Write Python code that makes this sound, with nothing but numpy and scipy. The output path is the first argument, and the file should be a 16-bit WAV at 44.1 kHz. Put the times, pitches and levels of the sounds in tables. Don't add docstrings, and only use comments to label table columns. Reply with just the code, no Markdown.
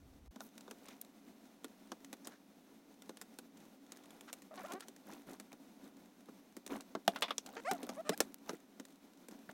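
import sys
import numpy as np
from scipy import signal
from scipy.fft import rfft, irfft, next_fast_len
from scipy.io import wavfile
from scipy.ndimage import uniform_filter1d

SR = 44100
rng = np.random.default_rng(int(sys.argv[2]) if len(sys.argv) > 2 else 0)


def generate_wav(signal):
    frames = np.transpose(np.atleast_2d(signal))
    scaled = np.clip(frames, -1, 1) * 32767
    pcm = np.round(scaled).astype(np.int16)
    wavfile.write(sys.argv[1], SR, pcm)


N = 420273
TIME = np.arange(N) / SR
CUTOFF_HZ = 16100


def from_db(db):
    return 10 ** (np.asarray(db) / 20)


def rms_one(x):
    return x / np.sqrt(np.mean(x ** 2) + 1e-20)


def at_hz(points, hz):
    point_hz, point_db = np.transpose(points)
    return np.interp(np.log(np.maximum(hz, 1)), np.log(point_hz), point_db)


def drift(rate, size=N):
    knots = rng.standard_normal(int(size / SR * rate) + 2)
    return np.interp(np.arange(size) / SR * rate, np.arange(len(knots)), knots) * np.sqrt(3 / 2)


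def coloured(x, spectrum):
    size = next_fast_len(N)
    gain = from_db(at_hz(spectrum, np.fft.rfftfreq(size, 1 / SR)))
    return rms_one(irfft(rfft(x, size) * gain, size)[:N])


def resonate(x, modes):
    for hz, width, lift_db in modes:
        ringing = signal.lfilter(*signal.iirpeak(hz, hz / width, fs=SR), x)
        x = x + (from_db(lift_db) - 1) * ringing
    return x


def struck(modes):
    return [(hz, width, lift_db * (1 + .5 * rng.uniform(-1.0, 1))) for hz, width, lift_db in modes]


def add(track, s, sound):
    start = int(s * SR)
    track[start:start + len(sound)] += sound[:N - start]


FIRST_PUSH_DB, FIRST_PUSH_LOSS_DB = -4.5, 2


def blow(levels_db, modes, rings_s, edges_hz, tail_db, tail_s):
    t = np.arange(SR // 4) / SR
    out = 0
    for low, high, level_db, ring_s in zip(edges_hz, [*edges_hz[1:], CUTOFF_HZ], levels_db, rings_s):
        octaves = np.log2(high / 1000)
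        ring = from_db(-60 * t / ring_s)
        wash = from_db(tail_db - 1.4 * octaves - 60 * t / tail_s)
        build_up = 1 - np.exp(-t / 0.00018)
        shake = rng.choice([-1, 1], len(t)) * (ring + wash) * build_up
        shake[0] += np.linalg.norm(shake) * from_db(FIRST_PUSH_DB - FIRST_PUSH_LOSS_DB * octaves)
        shake = signal.lfilter(*signal.butter(1, 0.83 * low, fs=SR), shake)
        register = signal.butter(4, [low, high], "band", fs=SR, output="sos")
        sound = resonate(signal.sosfilt(register, shake), modes)
        out = out + from_db(level_db) * sound / np.sqrt(np.sum(sound ** 2) / (SR / 100))
    return out


# centre in Hz, width in Hz, lift in dB.
PANEL = [(514, 79, 2.5), (844, 38, -1), (1437, 120, 3.5), (3835, 700, 5.5), (6030, 1420, 7)]
TRIM_HZ = [200, 450, 1550, 7000]


def panel_blow(levels_db, rings_s, edges_hz):
    return blow(levels_db, struck(PANEL), rings_s, edges_hz, tail_db=-17, tail_s=.1)


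# frequency in Hz, relative level in dB.
STILL = [(25, -41), (110, -21), (220, -10), (500, -7.5), (1000, -21), (3000, -22), (16000, -36.5)]
# frequency in Hz, relative level in dB.
RUMBLE = [(35, -18), (58, 0), (170, -18), (500, -80)]
RUMBLE_END_S = .313


def background():
    air = from_db(-75.0) * coloured(rng.standard_normal(N), STILL)
    rumble = from_db(-62.0) * coloured(rng.standard_normal(N), RUMBLE)
    return air, rumble * uniform_filter1d(1. * (TIME < RUMBLE_END_S), size=200)


HOLD_PUSH_DB, HOLD_RUB_DB = -63, -69.5
MOVE_ATTACK_SHARE, MOVE_RELEASE_SHARE = 0.19, 0.86
# start in seconds, length in seconds, pushing level in dB, rubbing level in dB, before the swell.
MOVES = [(0.375, 0.16, -57, -70.5), (0.788, 0.35, -62, -65.5), (1.215, 0.2, -57.5, -70),
         (2.234, 0.13, -61, -62), (3.517, 0.28, -60, -69), (3.79, 1, -65.5, -68.5),
         (4.504, 0.47, -60, -60.5), (5.044, 0.25, -59, -63.5), (5.255, 0.17, -51.5, -61),
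         (5.511, 0.052, -58, -62), (5.756, 0.53, -58.5, -69), (6.689, 0.15, -45, -53.5),
         (7.067, 0.34, -52.5, -60), (7.445, 0.24, -54, -60.5), (7.67, 0.52, -53.5, -61),
         (8.161, 0.19, -48.5, -63.5), (8.447, 0.21, -58, -62.5), (9.285, 0.17, -56.5, -66.5),
         (9.488, 0.036, -48.5, -54)]


def effort():
    push = np.full(N, from_db(HOLD_PUSH_DB) ** 2)
    rub = np.full(N, from_db(HOLD_RUB_DB) ** 2)
    for s, length_s, push_db, rub_db in MOVES:
        along = np.linspace(0, 1, int(length_s * SR))
        swell = np.minimum(1, np.minimum(along / MOVE_ATTACK_SHARE, (1 - along) / MOVE_RELEASE_SHARE))
        add(push, s, (from_db(push_db) * swell) ** 2)
        add(rub, s, (from_db(rub_db) * swell) ** 2)
    return 10 * np.log10(push), 10 * np.log10(rub)


def pressure_of(rub_db):
    return np.clip(from_db(rub_db - HOLD_RUB_DB) - 1, 0, 1)


CATCHES_PER_S, CATCH_Q, SLIDE_SHARE = 70, 7, .55


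def friction(pressure):
    out = 0
    count = int(CATCHES_PER_S * N / SR)
    for hz in np.geomspace(TRIM_HZ[1], CUTOFF_HZ, 20):
        catches = np.zeros(N)
        catches[rng.integers(N, size=count)] = rng.standard_normal(count) * rng.random(count)
        drive = pressure * rms_one(catches) + SLIDE_SHARE * rng.standard_normal(N)
        out = out + signal.lfilter(*signal.iirpeak(hz, CATCH_Q, fs=SR), drive)
    return out


# centre in Hz, width in Hz, lift in dB.
CABIN = [(216, 23, 5), (276.2, 13.2, 10.5)]
# frequency in Hz, relative level in dB.
PUSH = [(60, -22.5), (135, -22.5), (190, -2), (285, -4), (400, -8.5), (900, -39)]
# frequency in Hz, relative level in dB.
RUB = [(200, -10), (480, 2.5), (720, 6.5), (1300, -3.5), (2300, -10.5), (6000, -37)]
# frequency in Hz, relative level in dB.
RUSTLE = [(700, -56), (2000, 0), (7000, -3), (14000, 0)]
RUSTLE_DB, RUSTLE_TOP_DB = -73.5, -73


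def hands():
    push_db, rub_db = effort()
    rustle_db = np.minimum(RUSTLE_DB + rub_db - HOLD_RUB_DB, RUSTLE_TOP_DB)
    boom = resonate(coloured(rng.standard_normal(N), PUSH), CABIN)
    grains = resonate(friction(pressure_of(rub_db)), PANEL)
    pushing = from_db(push_db) * rms_one(boom)
    rubbing = from_db(rub_db) * coloured(grains, RUB)
    rustling = from_db(rustle_db) * coloured(grains, RUSTLE)
    grip = from_db(2 * np.clip(drift(24), -2, 1))
    return grip * (pushing + rubbing + rustling)


HOLD_TICKS_PER_S, RUB_TICKS_PER_S = 5, 38
TICK_DB, TICK_PRESSED_DB = -76, 11
# knock, clack and tick registers (dB), ring t60 (s).
TICK_COLOUR_DB, TICK_RING_S = [-3, 1.5, 1], 0.015
# time in seconds, level in dB.
TICKS = [(0.5791, -60.5), (0.608, -64), (1.048, -68.5), (2.046, -61), (3.021, -62.5), (3.171, -60.5),
         (3.971, -65), (4.106, -64.5), (4.209, -60), (4.4205, -64), (4.5568, -65), (4.7208, -54),
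         (4.8063, -55), (4.963, -65.5), (5.135, -63.5), (6.676, -59), (6.807, -57.5), (7.462, -56.5),
         (8.852, -62.5), (9.311, -69)]


def loose_edges():
    out = np.zeros(N)
    _, rub_db = effort()
    pressure = pressure_of(rub_db)
    edges = [panel_blow(TICK_COLOUR_DB, rings_s=[TICK_RING_S] * 3, edges_hz=TRIM_HZ[1:]) for _ in range(20)]
    moments = np.flatnonzero(rng.random(N) < (HOLD_TICKS_PER_S + RUB_TICKS_PER_S * pressure) / SR)
    faint = [(at / SR, TICK_DB + TICK_PRESSED_DB * pressure[at] * rng.random()) for at in moments]
    for s, level_db in [*TICKS, *faint]:
        add(out, s, from_db(level_db) * edges[rng.integers(len(edges))])
    return out


SCRAPE_GRAIN_DB, SCRAPE_Q = 4, 3
# start in seconds, length in seconds, rms level in dB before fading in and out, centre in Hz.
SCRAPES = [(0.405, 0.08, -63.5, 14500), (0.856, 0.1, -65.5, 2220), (1.013, 0.0045, -41, 14000),
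           (2.244, 0.018, -59, 6000), (2.272, 0.12, -68, 1620), (4.273, 0.043, -56.5, 1310),
           (4.819, 0.028, -56.5, 1370)]


def scrapes():
    out = np.zeros(N)
    for s, length_s, level_db, centre_hz in SCRAPES:
        size = int(length_s * SR)
        grit = rng.standard_normal(size) * from_db(SCRAPE_GRAIN_DB * drift(220, size=size))
        bite = signal.lfilter(*signal.iirpeak(centre_hz, SCRAPE_Q, fs=SR), grit)
        scrape = rms_one(resonate(bite, PANEL))
        add(out, s, from_db(level_db) * scrape * signal.windows.tukey(size))
    return out


# frequency in Hz, relative level in dB.
SQUEAK_COLOUR = [(350, -2), (700, 3.5), (1300, -5.5), (2400, -15), (3600, -27), (13000, -38)]
SQUEAK_SWELL_DB = 9.5
# start in seconds, length in seconds,
# first pitch in Hz, last pitch in Hz, level at the peak in dB, place of the peak (0-1), roughness (0-1),
# brightness in dB per octave above the fundamental.
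SQUEAKS = [(4.504, 0.06, 688, 570, -52, 0.18, 0.9, -5), (4.57, 0.061, 387, 349, -49.5, 0.1, 0.66, 3),
           (4.636, 0.033, 500, 802, -44.5, 0.23, 0.6, -2.5), (4.678, 0.07, 353, 392, -47.5, 0.64, 0.6, 0.5),
           (4.738, 0.053, 365, 401, -46, 0.25, 0.33, -1.5),
           (7.561, 0.048, 473, 474, -43.5, 0.24, 0.85, 4.5), (7.644, 0.079, 519, 828, -36, 0.55, 0.4, 1),
           (7.706, 0.063, 828, 634, -39.5, 0.2, 0.54, -10), (7.963, 0.055, 551, 675, -42, 0.8, 0.38, -0.5),
           (8.046, 0.054, 596, 677, -48, 0.5, 0.83, 3), (8.114, 0.038, 650, 777, -42, 0.6, 0.65, 3),
           (8.129, 0.016, 5330, 4900, -52, 0.5, 0, -16)]


def squeaks():
    out = np.zeros(N)
    for s, length_s, first_hz, last_hz, peak_db, peak_at, rough, bright_db in SQUEAKS:
        along = np.linspace(0, 1, int(length_s * SR))
        size = len(along)
        level_db = peak_db - SQUEAK_SWELL_DB * np.interp(along, [0, peak_at, 1], [1, 0, 1])
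        jitter = rough * (.08 * rough * drift(700, size=size) + .06 * drift(80, size=size))
        glide = (1 - np.cos(np.pi * along)) / 2
        pitch = (first_hz + (last_hz - first_hz) * glide) * (1 + jitter)
        phase = 2 * np.pi * np.cumsum(pitch) / SR
        orders = np.arange(1, 17)[:, None]
        harmonic_hz = orders * pitch
        mode_hz = np.arange(0, SR, 160)
        ripple_db = 3.5 * np.interp(harmonic_hz, mode_hz, rng.standard_normal(len(mode_hz)))
        colour_db = at_hz(SQUEAK_COLOUR, harmonic_hz) + bright_db * np.log2(orders) + ripple_db
        harmonics = from_db(colour_db) * (harmonic_hz < CUTOFF_HZ) * np.sin(orders * phase)
        slips = harmonics.sum(axis=0)
        flutter = from_db(5 * rough ** 2 * drift(350, size=size))
        add(out, s, rms_one(slips * flutter) * from_db(level_db) * signal.windows.tukey(size, .3))
    return out


# time in seconds, peak in dB ahead of the final top cut.
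PINPOINTS = [(7.21, -31), (7.7353, -25), (7.8685, -33), (8.177, -21), (8.3438, -23)]


def pinpoints():
    out = np.zeros(N)
    for s, peak_db in PINPOINTS:
        add(out, s, from_db([peak_db]))
    return signal.lfilter([1, -.4], [1], out)


# centre in Hz, width in Hz, lift in dB.
HOUSING = [(680, 76, 3), (2850, 72, 6.5), (3500, 320, 10)]
TORCH_HZ = [210, 450, 1900, 5500]
SPOT_Q, SPOT_LIFT_DB = 6.4, 11.5
# time in seconds, thud, knock, clack and tick levels in dB,
# ring t60 in seconds, pitch of the spot struck in Hz.
CLUNKS = [(7.0784, -35.5, -24.5, -32.5, -38.5, 0.013, 677), (7.1604, -69, -42, -46, -56, 0.06, 1470),
          (7.2225, -50, -34.5, -31, -43, 0.098, 1010), (7.2822, -76, -48, -50, -67, 0.13, 2240),
          (7.3067, -55, -36.5, -39.5, -56.5, 0.048, 1200), (7.381, -54, -49.5, -42, -37.5, 0.018, 5800)]


def torch():
    out = np.zeros(N)
    for s, *levels_db, ring_s, spot_hz in CLUNKS:
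        modes = [*HOUSING, (spot_hz, spot_hz / SPOT_Q, SPOT_LIFT_DB)]
        rings_s = [ring_s, ring_s, ring_s, ring_s / 2]
        add(out, s, blow(levels_db, modes, rings_s, edges_hz=TORCH_HZ, tail_db=-16.5, tail_s=0.088))
    return out


REBOUND_S, REBOUND_DB = .005, -7
# time in seconds, thud level in dB, contact (clack) level in dB,
# brightness in dB per register.
TAPS = [(0.36, -48.5, -62, -6), (0.4054, -58, -54.5, -5), (0.679, -56, -65, -10.5),
        (0.7106, -51, -54.5, -1.5), (0.885, -61, -59, 0), (1.6443, -45, -52.5, -1),
        (1.9181, -46.5, -51, -5), (2.1289, -49.5, -53, -1), (2.2717, -48.5, -53.5, 4.5),
        (3.0936, -48, -56, -3.5), (3.2141, -80, -54, 2.5), (3.387, -52, -55, 1.5), (3.92, -62, -57, 4.5),
        (4.3288, -78, -51, 3.5), (4.735, -45.5, -56, 0), (4.8833, -56, -58, 2), (5.123, -51.5, -64.5, -4),
        (5.3989, -54.5, -56.5, 1.5), (5.529, -57, -61.5, -2.5), (6.286, -51.5, -74, -16),
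        (6.5668, -45.5, -58.5, 1), (6.664, -54, -55, 3), (6.72, -41.5, -61, -7), (6.951, -38, -51, -12),
        (7.7123, -39, -41.5, -4), (7.83, -40, -54.5, -1.5), (7.8916, -45.5, -49.5, -5),
        (8.093, -31.5, -38, -2.5), (8.2039, -35, -32.5, 0), (8.4932, -42.5, -47, -5.5),
        (8.532, -43.5, -67, 0), (8.798, -47.5, -56.5, -1), (9.285, -51.5, -60.5, 3)]


def trim():
    out = np.zeros(N)
    for s, thud_db, contact_db, bright_db in TAPS:
        levels_db = [thud_db, contact_db - bright_db, contact_db, contact_db + bright_db]
        tap = panel_blow(levels_db, rings_s=[.07, .042, .02, .015], edges_hz=TRIM_HZ)
        add(out, s, tap)
        rebound_s = REBOUND_S * (1 + rng.random())
        add(out, s + rebound_s, from_db(REBOUND_DB) * rng.random() * tap)
    return out


DIP_S = (.281, .309)


def scene():
    air, rumble = background()
    dip = uniform_filter1d(1. * ((TIME < DIP_S[0]) | (TIME > DIP_S[1])), size=100)
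    quiet_start = from_db(-3.5 * (TIME < DIP_S[0]))
    handling = (hands() + loose_edges()) * quiet_start
    contacts = scrapes() + squeaks() + pinpoints() + torch() + trim()
    return (contacts + (handling + air) * dip + rumble)[None]


def record(dry):
    return signal.sosfilt(signal.ellip(10, .1, 70, CUTOFF_HZ, fs=SR, output="sos"), dry)


dry = scene()
out = record(dry)
generate_wav(out)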